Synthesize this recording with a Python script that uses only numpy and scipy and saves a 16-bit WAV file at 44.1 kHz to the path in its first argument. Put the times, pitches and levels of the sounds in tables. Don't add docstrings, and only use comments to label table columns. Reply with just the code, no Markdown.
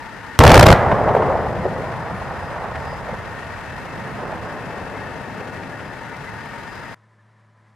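import sys
import numpy as np
from scipy import signal
from scipy.fft import rfft, irfft, next_fast_len
from scipy.io import wavfile
from scipy.ndimage import uniform_filter1d

SR = 44100
rng = np.random.default_rng(int(sys.argv[2]) if len(sys.argv) > 2 else 0)


def write(x):
    x = np.atleast_2d(x).T
    wavfile.write(sys.argv[1], SR, np.round(np.clip(x, -1, 1) * 32767).astype(np.int16))


N = 341775

SWITCH_S = 6.945

# frequency_hz, rms_level_db
HUM_LINES = [(109.6, -57), (147.5, -73), (206.3, -69.5), (216, -75), (253, -84), (331, -79), (586.8, -76),
             (992, -74)]
# frequency_hz, density_db_per_hz
HUM_SPECTRUM = [(15, -73), (25, -41.5), (53, -29), (77, -23), (112, -25), (158, -15), (293, -22),
                (573, -19.5), (879, -19.5), (978, -16), (1500, -21.5), (1810, -18), (2560, -32.5),
                (10000, -47), (15000, -72)]
# crest_s, pitch_hz, rms_level_db
HUM_SQUEAKS = [(6.985, 1280, -66), (7.04, 1764, -62), (7.125, 998, -64), (7.2, 1760, -62),
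               (7.365, 1754, -67), (7.59, 1004, -68), (7.71, 1007, -65)]

# frequency_hz, density_db_per_hz
IDLE_SPECTRUM = [(5, -68), (25, -18.5), (45, -3), (110, 0), (250, -2), (330, -7), (800, -5.5), (1100, -5),
                 (1800, -3.5), (2490, -14), (3500, -20.5), (5140, -25), (7500, -31), (12200, -35.5),
                 (15500, -52.5)]
# frequency_hz, left_minus_right_db
IDLE_BALANCE = [(60, -6), (110, -4.5), (200, 0.5), (380, 5), (700, 6.5), (1290, 5), (2380, 3.5), (4400, 7),
                (8120, 6.5), (15000, 0)]
# frequency_hz, correlation (0 to 1)
IDLE_CORRELATION = [(60, 0.36), (180, 0.52), (550, 0.8), (1650, 0.85), (4970, 0.27), (15000, 0.16)]
# centre_hz, width_hz, relative_level_db
ENGINE_BANDS = [(108.5, 5.6, -52), (158.5, 33, -60), (266.7, 24, -54), (441, 24, -56), (922, 50, -48.5),
                (893, 70, -49), (1458, 40, -55), (1684, 30, -57.5), (1740, 50, -53.5), (1841, 70, -46.5),
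                (2070, 35, -58), (2802, 37, -66), (4060, 55, -72.5), (7150, 12, -80.5)]
# frequency_hz, rms_level_db
GEAR_LINES = [(868, -54.5), (936.7, -51), (1454, -55)]
# centre_hz, width_hz
WHIRR_NOTES = [(2598, 36), (2648, 60)]
# crest_s, half_length_s, level_db
WHIRR_SWELL = (4.6, 1.9, -55.5)
WHIRR_DB = -64
# crest_s, half_length_s, relative_level_db
WHISTLE_SWELLS = [(1.02, 0.05, -64), (1.56, 0.1, -71), (1.99, 0.06, -69), (2.41, 0.096, -63),
                  (2.89, 0.11, -61), (5.85, 0.08, -74), (6.48, 0.074, -63), (6.8, 0.16, -60)]
WHISTLE_HZ, WHISTLE_DB = 4966, -66.5
# crest_s, half_length_s, level_db
HIGH_WHISTLE_SWELL = (3.98, 0.28, -77)
HIGH_WHISTLE_HZ, HIGH_WHISTLE_DB = 10605, -83

# frequency_hz, density_db_per_hz
RATTLE_SPECTRUM = [(300, -40), (1200, -7), (1850, -0.5), (2300, -6.5), (2700, -9), (3500, -18), (6000, -27),
                   (14000, -46)]
# centre_s, pitch_hz, peak_level_db
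CHIRPS = [(4.07, 1710, -36), (5.07, 1770, -35), (5.73, 1700, -36), (6.14, 2050, -38), (6.145, 2300, -42),
          (6.28, 2020, -36), (6.37, 1670, -38)]

# crest_s, rise_s, fade_db_per_s, roll_db, relative_rumble_db,
# roll_hz, roll_half_width_octaves, rumble_hz, roll_left_minus_right_db; fade_db_per_s is the roll's
ROLLS = [(0.82, 0.13, 19.5, -19, -22.5, 723, 0.8, 123, -1.5),
         (1.219, 0.42, 22.5, -19, -27, 636, 0.6, 123, 1),
         (2.15, 0.35, 7.5, -32, -38.5, 801, 0.86, 111.2, -1),
         (2.65, 0.33, 12.5, -32.5, -35.5, 790, 0.59, 90, -3.5),
         (3.1, 0.085, 25, -38, -39.5, 640, 1, 105, -3), (4.33, 0.38, 9.5, -33, -34.5, 660, 0.88, 146, -5.5),
         (4.85, 0.48, 9.5, -36.5, -63, 574, 0.72, 135, 12),
         (5.44, 0.2, 13, -39.5, -39.5, 590, 0.62, 155, 6)]
RUMBLE_FADE = 0.52
ROLL_SAG_OCT_PER_S = 0.074
# crest_s, half_length_s, level_db
BOOMS = [(0.927, 0.012, -13), (1.187, 0.016, -25), (1.595, 0.015, -22), (2.144, 0.032, -33),
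         (2.77, 0.04, -41), (3.131, 0.025, -33)]
# frequency_hz, density_db_per_hz
BOOM_SPECTRUM = [(20, -48), (70, 4.5), (130, 2), (200, 6.5), (330, -27), (1000, -71)]
# start_s, peak_db, length_s (to fade by 40 dB), centre_hz, treble_db
ECHOES = [(0.862, -9, 0.03, 695, -4), (0.915, -3.5, 0.018, 856, 6), (0.924, -1.5, 0.012, 720, 2.5),
          (0.959, -13, 0.04, 620, -5), (0.988, -12, 0.043, 700, -7), (1.087, -7.5, 0.045, 705, 5),
          (1.149, 1.5, 0.021, 610, 2), (1.164, -2, 0.028, 537, 9), (1.197, -9, 0.037, 550, 5),
          (1.221, -7, 0.018, 860, 1), (1.283, -14, 0.049, 604, -3), (1.299, -9.5, 0.05, 676, -14),
          (1.327, -18, 0.025, 626, 1), (1.352, -7, 0.024, 736, -8), (1.565, -16, 0.045, 646, 14),
          (1.654, -10.5, 0.042, 463, -3), (1.707, -19, 0.091, 553, 10), (1.896, -21, 0.039, 720, 2),
          (2.062, -20, 0.028, 784, 7), (2.097, -18.5, 0.04, 675, 10), (2.213, -19.5, 0.054, 835, -7),
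          (2.305, -21.5, 0.091, 696, 2), (2.425, -20, 0.035, 750, 0), (2.559, -20, 0.059, 820, 2),
          (2.835, -25, 0.08, 740, 0), (2.926, -19.5, 0.032, 676, -2), (3.086, -21, 0.037, 603, 0),
          (3.13, -24.5, 0.059, 567, 0), (4.233, -19.5, 0.014, 600, 0), (4.325, -20.5, 0.028, 700, -2),
          (4.766, -27, 0.019, 680, 0), (5.406, -22.5, 0.04, 523, 0)]
# frequency_hz, density_db_per_hz
ECHO_SPECTRUM = [(40, -29.5), (150, -4), (300, -27), (480, 10), (720, 5), (1200, -9.5), (2200, -30),
                 (4000, -46.5), (12000, -69)]
# frequency_hz, density_db_per_hz
WASH_SPECTRUM = [(100, -48.5), (600, -11), (1100, 4), (1500, 0.5), (2000, -3), (2500, -18.5), (4000, -30),
                 (12000, -50.5)]
# frequency_hz, density_db_per_hz
HISS_SPECTRUM = [(300, -30), (1400, 5), (2200, -3.5), (3500, -15.5), (6000, -28.5), (15000, -43.5)]

# start_s, hold_s, level_db, fade_db_per_s
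ROARS = [(0.399, 0.011, 1.5, 499.5), (0.432, 0.11, -2, 86.5), (0.675, 0.041, -3.5, 381)]
ROAR_ATTACK_S = 0.0038
# frequency_hz, density_db_per_hz
ROAR_SPECTRUM = [(5, -51), (22, -6), (45, 1), (90, -6.5), (160, 5.5), (280, -10.5), (480, -0.5),
                 (750, -1.5), (1200, -12.5), (2000, -21.5), (3500, -28), (8000, -44.5), (16000, -61.5)]
# start_s, relative_crack_db, relative_thump_db
SHOCKS = [(0.403, 0, -4), (0.4374, 9.5, -2), (0.4507, 7.5, 11.5), (0.466, 8, 8.5), (0.4768, 12.5, -1),
          (0.494, 4.5, -6), (0.503, 0, -3.5), (0.517, 14, -2.5), (0.5422, 13, 3.5), (0.5549, 12.5, 3),
          (0.567, 3, -7), (0.5765, 12.5, 9), (0.5947, 17, 8.5), (0.6092, 5.5, -7), (0.6283, 17.5, 5.5),
          (0.638, 1, 1), (0.659, -2, -11.5), (0.665, 16, 8), (0.6863, 7, -4.5), (0.7031, 6.5, 9.5),
          (0.715, 3, -11), (0.7263, 6, 0)]
# frequency_hz, density_db_per_hz
CRACK_SPECTRUM = [(5, -53), (100, -10), (600, 7), (1500, -0.5), (3000, -17), (5000, -16), (7000, -25.5),
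                  (16000, -37)]
# frequency_hz, density_db_per_hz
DIRECT_SPECTRUM = [(20, -29), (600, 8), (2000, 0.5), (5000, -5.5), (8000, -18.5), (16000, -20.5)]
DIRECT_S = 0.3902
THUMP_HZ = 100
THUMP_LAG_S = 0.0004

TOP_HZ = 15400


def amp(db):
    return 10 ** (np.asarray(db) / 20)


def unit(x):
    return x / np.sqrt(np.mean(x ** 2) + 1e-20)


def along(points, hz):
    f, v = np.transpose(points)
    return np.interp(np.log(hz + 1), np.log(f + 1), v)


def clock():
    return np.arange(N) / SR


def wobble(rate):
    knots = rng.standard_normal(int(N * rate / SR) + 4)
    fine = signal.resample_poly(knots, 8, 1)
    knot_places = np.linspace(0, len(knots), len(fine), endpoint=False)
    return np.interp(clock() * rate, knot_places, fine)


def swell(crest_s, half_s, db):
    return amp(db) * np.exp(-((clock() - crest_s) / half_s) ** 2)


def filtered(x, response):
    m = next_fast_len(N + SR // 2)
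    return irfft(rfft(x, m) * response(np.fft.rfftfreq(m, 1 / SR)), m)[..., :N]


def coloured(x, spectrum):
    return unit(filtered(x, lambda hz: amp(along(spectrum, hz))))


def spread(pair, side_db):
    side = amp(side_db) * pair[1]
    return np.array([pair[0] + side, pair[0] - side])


def noise(side_db):
    return spread(rng.standard_normal((2, N)), side_db)


def band(hz, width):
    phase = 2 * np.pi * hz * clock()
    return unit(wobble(width) * np.cos(phase) + wobble(width) * np.sin(phase))


def tones(lines, drift, waver_db):
    total = np.zeros(N)
    for hz, db in lines:
        pitch_hz = hz + drift * np.sqrt(hz) * wobble(25)
        gain = np.sqrt(2) * amp(db + waver_db * wobble(12))
        total += gain * np.sin(2 * np.pi * np.cumsum(pitch_hz) / SR)
    return total


def hump(x, centre_hz, octaves, skirt_db):
    hz, frames, z = signal.stft(x, SR, nperseg=2048)
    centre = np.interp(frames, clock(), centre_hz)
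    width = np.interp(frames, clock(), octaves)
    distance = np.log2((hz[:, None] + 1) / centre) + 0.15
    skirt = amp(skirt_db) / (1 + (hz[:, None] / 2200) ** 4)
    gain = np.exp(-(distance / width) ** 2 / 2) + skirt
    steady_power = z * gain / np.linalg.norm(gain, axis=0)
    return unit(signal.istft(steady_power, SR, nperseg=2048)[1][:, :N])


def faint_hum(air_db=-61.0, line_db=0, squeak_s=0.017):
    air = amp(air_db) * coloured(noise(-22), HUM_SPECTRUM) * amp(0.767 * wobble(25))
    squeaks = np.zeros(N)
    for s, hz, db in HUM_SQUEAKS:
        phase = 2 * np.pi * hz * clock() + 0.6 * wobble(140)
        squeaks += swell(s, squeak_s, db) * np.sqrt(2) * np.sin(phase)
    engine = amp(line_db) * tones(HUM_LINES, drift=0.12, waver_db=0.5)
    return (air + squeaks + engine) * amp([[.5], [-.5]])


def idle_rush(level_db=-36):
    def half_angle(hz):
        return np.arccos(np.clip(along(IDLE_CORRELATION, hz), 0, 1)) / 2

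    def weights(hz):
        return np.array([np.cos(half_angle(hz)), np.sin(half_angle(hz))])

    pair = filtered(rng.standard_normal((2, N)), weights)
    flutter_db = 0.41 * wobble(3.5) + 1.3 * wobble(120)
    return coloured(spread(pair, 0), IDLE_SPECTRUM) * amp(level_db + flutter_db)


def gear_noise(bands_db=-1, flutter_db=1.8):
    bands = sum(amp(db + bands_db + flutter_db * wobble(12)) * band(hz, width)
                for hz, width, db in ENGINE_BANDS)
    return bands + tones(GEAR_LINES, drift=0.1, waver_db=2.5)


def fan_whirr():
    notes = unit(sum(amp(1.5 * wobble(30)) * band(hz, width) for hz, width in WHIRR_NOTES))
    return (amp(WHIRR_DB) + swell(*WHIRR_SWELL)) * notes


def turbine_whistle(whistle_db=-1):
    gain = amp(WHISTLE_DB) + sum(swell(*row) for row in WHISTLE_SWELLS)
    whistle = gain * tones([(WHISTLE_HZ, whistle_db)], drift=.07, waver_db=2.2)
    high_gain = amp(HIGH_WHISTLE_DB) + swell(*HIGH_WHISTLE_SWELL)
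    return whistle + high_gain * tones([(HIGH_WHISTLE_HZ, 0)], drift=.04, waver_db=5.5)


def idling():
    vehicles = idle_rush() + gear_noise() + fan_whirr() + turbine_whistle()
    return filtered(vehicles, lambda hz: amp(np.outer([1, -1], along(IDLE_BALANCE, hz)) / 2))


def rattle(level_db=-52, grow_db_per_s=0.33, clump_db=6.0):
    clatter = coloured(noise(-13.5), RATTLE_SPECTRUM)
    clumps = unit(amp(clump_db * wobble(70)) * clatter)
    return amp(level_db + grow_db_per_s * clock()) * clumps * amp([[2], [-2]])


def track_squeaks(count=130, level_db=-45, centre_hz=1780, scatter=0.12, life_s=0.016, size_db=3):
    t = np.arange(SR // 8) / SR
    t = t - t.mean()
    pitch, size = rng.standard_normal((count, 2)).T
    weak_hz = centre_hz * np.exp(scatter * pitch)
    weak = zip(rng.uniform(0, SWITCH_S, count), weak_hz, level_db + size_db * size)
    chirps = np.zeros(N + len(t))
    for s, hz, db in [*CHIRPS, *weak]:
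        glide = 0.7 * rng.standard_normal() * t ** 2
        note = np.sin(2 * np.pi * hz * (t + glide)) * np.exp(-(t / life_s) ** 2)
        chirps[round(s * SR):][:len(t)] += amp(db) * note
    return chirps[len(t) // 2:][:N] * amp([[2], [-2]])


def terrain():
    t = np.arange(0, N / SR, .005)
    crest, rise, fade, roll_db, rumble_db, roll_hz, octaves, rumble_hz, pan_db = np.transpose(ROLLS)[:, :, None]
    rising = np.exp(-(np.minimum(t - crest, 0) / rise) ** 2)
    after = np.maximum(t - crest, 0)
    roll = rising * amp(roll_db - fade * after) ** 2 + 1e-20
    rumble = rising * amp(rumble_db - RUMBLE_FADE * fade * after) ** 2 + 1e-20

    def blend(value, power):
        return (value * power).sum(0) / power.sum(0)

    sinking_hz = roll_hz * 2 ** (-ROLL_SAG_OCT_PER_S * after)
    controls = (10 * np.log10(roll.sum(0)), 10 * np.log10(rumble.sum(0)),
                blend(sinking_hz, roll), blend(octaves, roll), blend(pan_db, roll), blend(rumble_hz, rumble))
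    return [np.interp(clock(), t, c) for c in controls]


def rolling_echo(skirt_db=-26, spiky_db=1.5, flutter_db=0.92, rumble_octaves=0.8, rumble_trim_db=-1):
    roll_db, rumble_db, roll_hz, width, pan_db, rumble_hz = terrain()
    arrivals = noise(-20.0) * amp(spiky_db * wobble(700))
    roll_gain = amp(roll_db + flutter_db * wobble(22) + np.outer([1, -1], pan_db) / 2)
    roll = hump(arrivals, roll_hz, width, skirt_db) * roll_gain
    rumble_gain = amp(rumble_db + rumble_trim_db + 0.52 * wobble(14))
    rumble = hump(noise(-9.5), rumble_hz, np.full(N, rumble_octaves), -72) * rumble_gain
    return np.clip((clock() - .7) / 0.056, 0, 1) * (roll + rumble)


def booms():
    return sum(swell(*row) for row in BOOMS) * coloured(noise(-12.0), BOOM_SPECTRUM)


def tree_lines(level_db=0, rise_s=0.00091, smear_s_per_s=0.0017, treble_hz=1100):
    t = np.arange(SR // 5) / SR
    hz = np.fft.rfftfreq(len(t), 1 / SR)
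    shelf = np.clip(np.log2((hz + 1) / treble_hz), 0, 1)
    claps = np.zeros((2, N))
    for s, db, length, centre_hz, treble_db in ECHOES:
        shifted_hz = hz * 600 / centre_hz
        colour = amp(along(ECHO_SPECTRUM, shifted_hz) + treble_db * shelf)
        white = spread(rng.standard_normal((2, len(t))), -17.5)
        scatter = irfft(rfft(white) * colour, len(t))
        attack_s = rise_s + smear_s_per_s * (s - ECHOES[0][0])
        clap = scatter * amp(-40 * t / length) * (1 - np.exp(-t / attack_s))
        claps[:, round(s * SR):][:, :len(t)] += amp(db + level_db) * clap / np.abs(clap).max()
    return claps


def field_wash(start_s=0.73, level_db=-22, fade_db_per_s=45, far_swell=(1.27, 0.24, -33), grain_db=2):
    t = clock() - start_s
    gain = (t > 0) * amp(level_db - fade_db_per_s * np.abs(t)) + swell(*far_swell)
    return gain * coloured(noise(-15) * amp(grain_db * wobble(500)), WASH_SPECTRUM)


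def blast_tail(level_db=-22, fade_db_per_s=130):
    t = clock() - SHOCKS[-1][0]
    return (t > 0) * amp(level_db - fade_db_per_s * np.abs(t)) * coloured(noise(-11), HISS_SPECTRUM)


def ground_roar():
    t = clock()
    power = np.zeros(N)
    for s, hold, db, fade in ROARS:
        attack = np.clip((t - s) / ROAR_ATTACK_S, 0, 1)
        power += (amp(db - fade * np.maximum(t - s - hold, 0)) * attack) ** 2
    return np.sqrt(power) * coloured(noise(-28), ROAR_SPECTRUM)


def crackle(count=60, level_db=-7, size_db=1.0, pulse_s=0.0005, front_s=0.00005):
    place, size, side = rng.random((count, 3)).T
    first_s, last_s = SHOCKS[0][0], SHOCKS[-1][0]
    starts_s = first_s + place * (last_s - first_s)
    levels_db = level_db - size_db * np.log(1 - size)
    t = np.arange(SR // 200) / SR
    pulse = (1 - t / pulse_s) * np.exp(-t / pulse_s) * (1 - np.exp(-t / front_s))
    shocks = np.zeros((2, N))
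    for s, db, pan_db in zip(starts_s, levels_db, 2 * side - 1):
        shocks[:, round(s * SR):][:, :len(t)] += amp([[db + pan_db], [db - pan_db]]) * pulse
    return shocks


def pressure_swing(t, crossing_s=0.00771, swing_s=0.0042):
    u = t - crossing_s + THUMP_LAG_S * np.array([[.5], [-.5]])
    return -np.sin(2 * np.pi * THUMP_HZ * u) * np.exp(-(u / swing_s) ** 2)


def direct_shock(crack_db=14.0, crack_s=0.0009, thump_db=12):
    t = np.maximum(clock() - DIRECT_S, 0)
    crack = amp(crack_db) * np.exp(-t / crack_s) * coloured(noise(-15.5), DIRECT_SPECTRUM)
    return (t > 0) * (crack + amp(thump_db) * pressure_swing(t))


def reflected_shocks(crack_db=-1, crack_s=0.0019, crack_rise_s=0.0011, crest_s=0.0015, ragged_db=3.0, thump_db=0):
    t = np.arange(-SR // 50, SR // 20) / SR
    cracks, thumps = np.zeros(N), np.zeros((2, N))
    burst = np.exp(np.minimum((t - crest_s) / crack_rise_s, (crest_s - t) / crack_s))
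    swing = pressure_swing(t)
    for s, db, low_db in SHOCKS:
        start = round((s + t[0]) * SR)
        cracks[start:start + len(t)] += amp(db + crack_db) * burst
        thumps[:, start:start + len(t)] += amp(low_db + thump_db) * swing
    tearing = noise(-16.5) * amp(ragged_db * wobble(1500))
    return cracks * coloured(tearing, CRACK_SPECTRUM) + thumps


def blast():
    return direct_shock() + reflected_shocks() + ground_roar() + crackle()


def scene():
    vehicles = idling() + rattle() + track_squeaks()
    returns = rolling_echo() + booms() + tree_lines() + field_wash() + blast_tail()
    return np.where(clock() < SWITCH_S, vehicles + returns + blast(), faint_hum())


def record(dry, top=0.73, hardness=5, fizz_db=-30):
    clipped = dry / (1 + np.abs(dry / top) ** hardness) ** (1 / hardness)
    excess = np.clip(np.abs(dry) - top, 0, 3)
    pinned = np.abs(uniform_filter1d(excess, size=200, axis=1))
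    fizz_spectrum = [(300, -3), (3000, 1.5), (8000, -2.0), (15000, -7.5)]  # frequency_hz, density_db_per_hz
    fizz = amp(fizz_db) * np.sqrt(pinned) * coloured(noise(0), fizz_spectrum)
    coupled = signal.lfilter(*signal.butter(1, 3, "high", fs=SR), clipped + fizz)
    return filtered(coupled, lambda hz: 1 / np.sqrt(1 + (hz / TOP_HZ) ** 200))


dry = scene()
out = record(dry)
write(out)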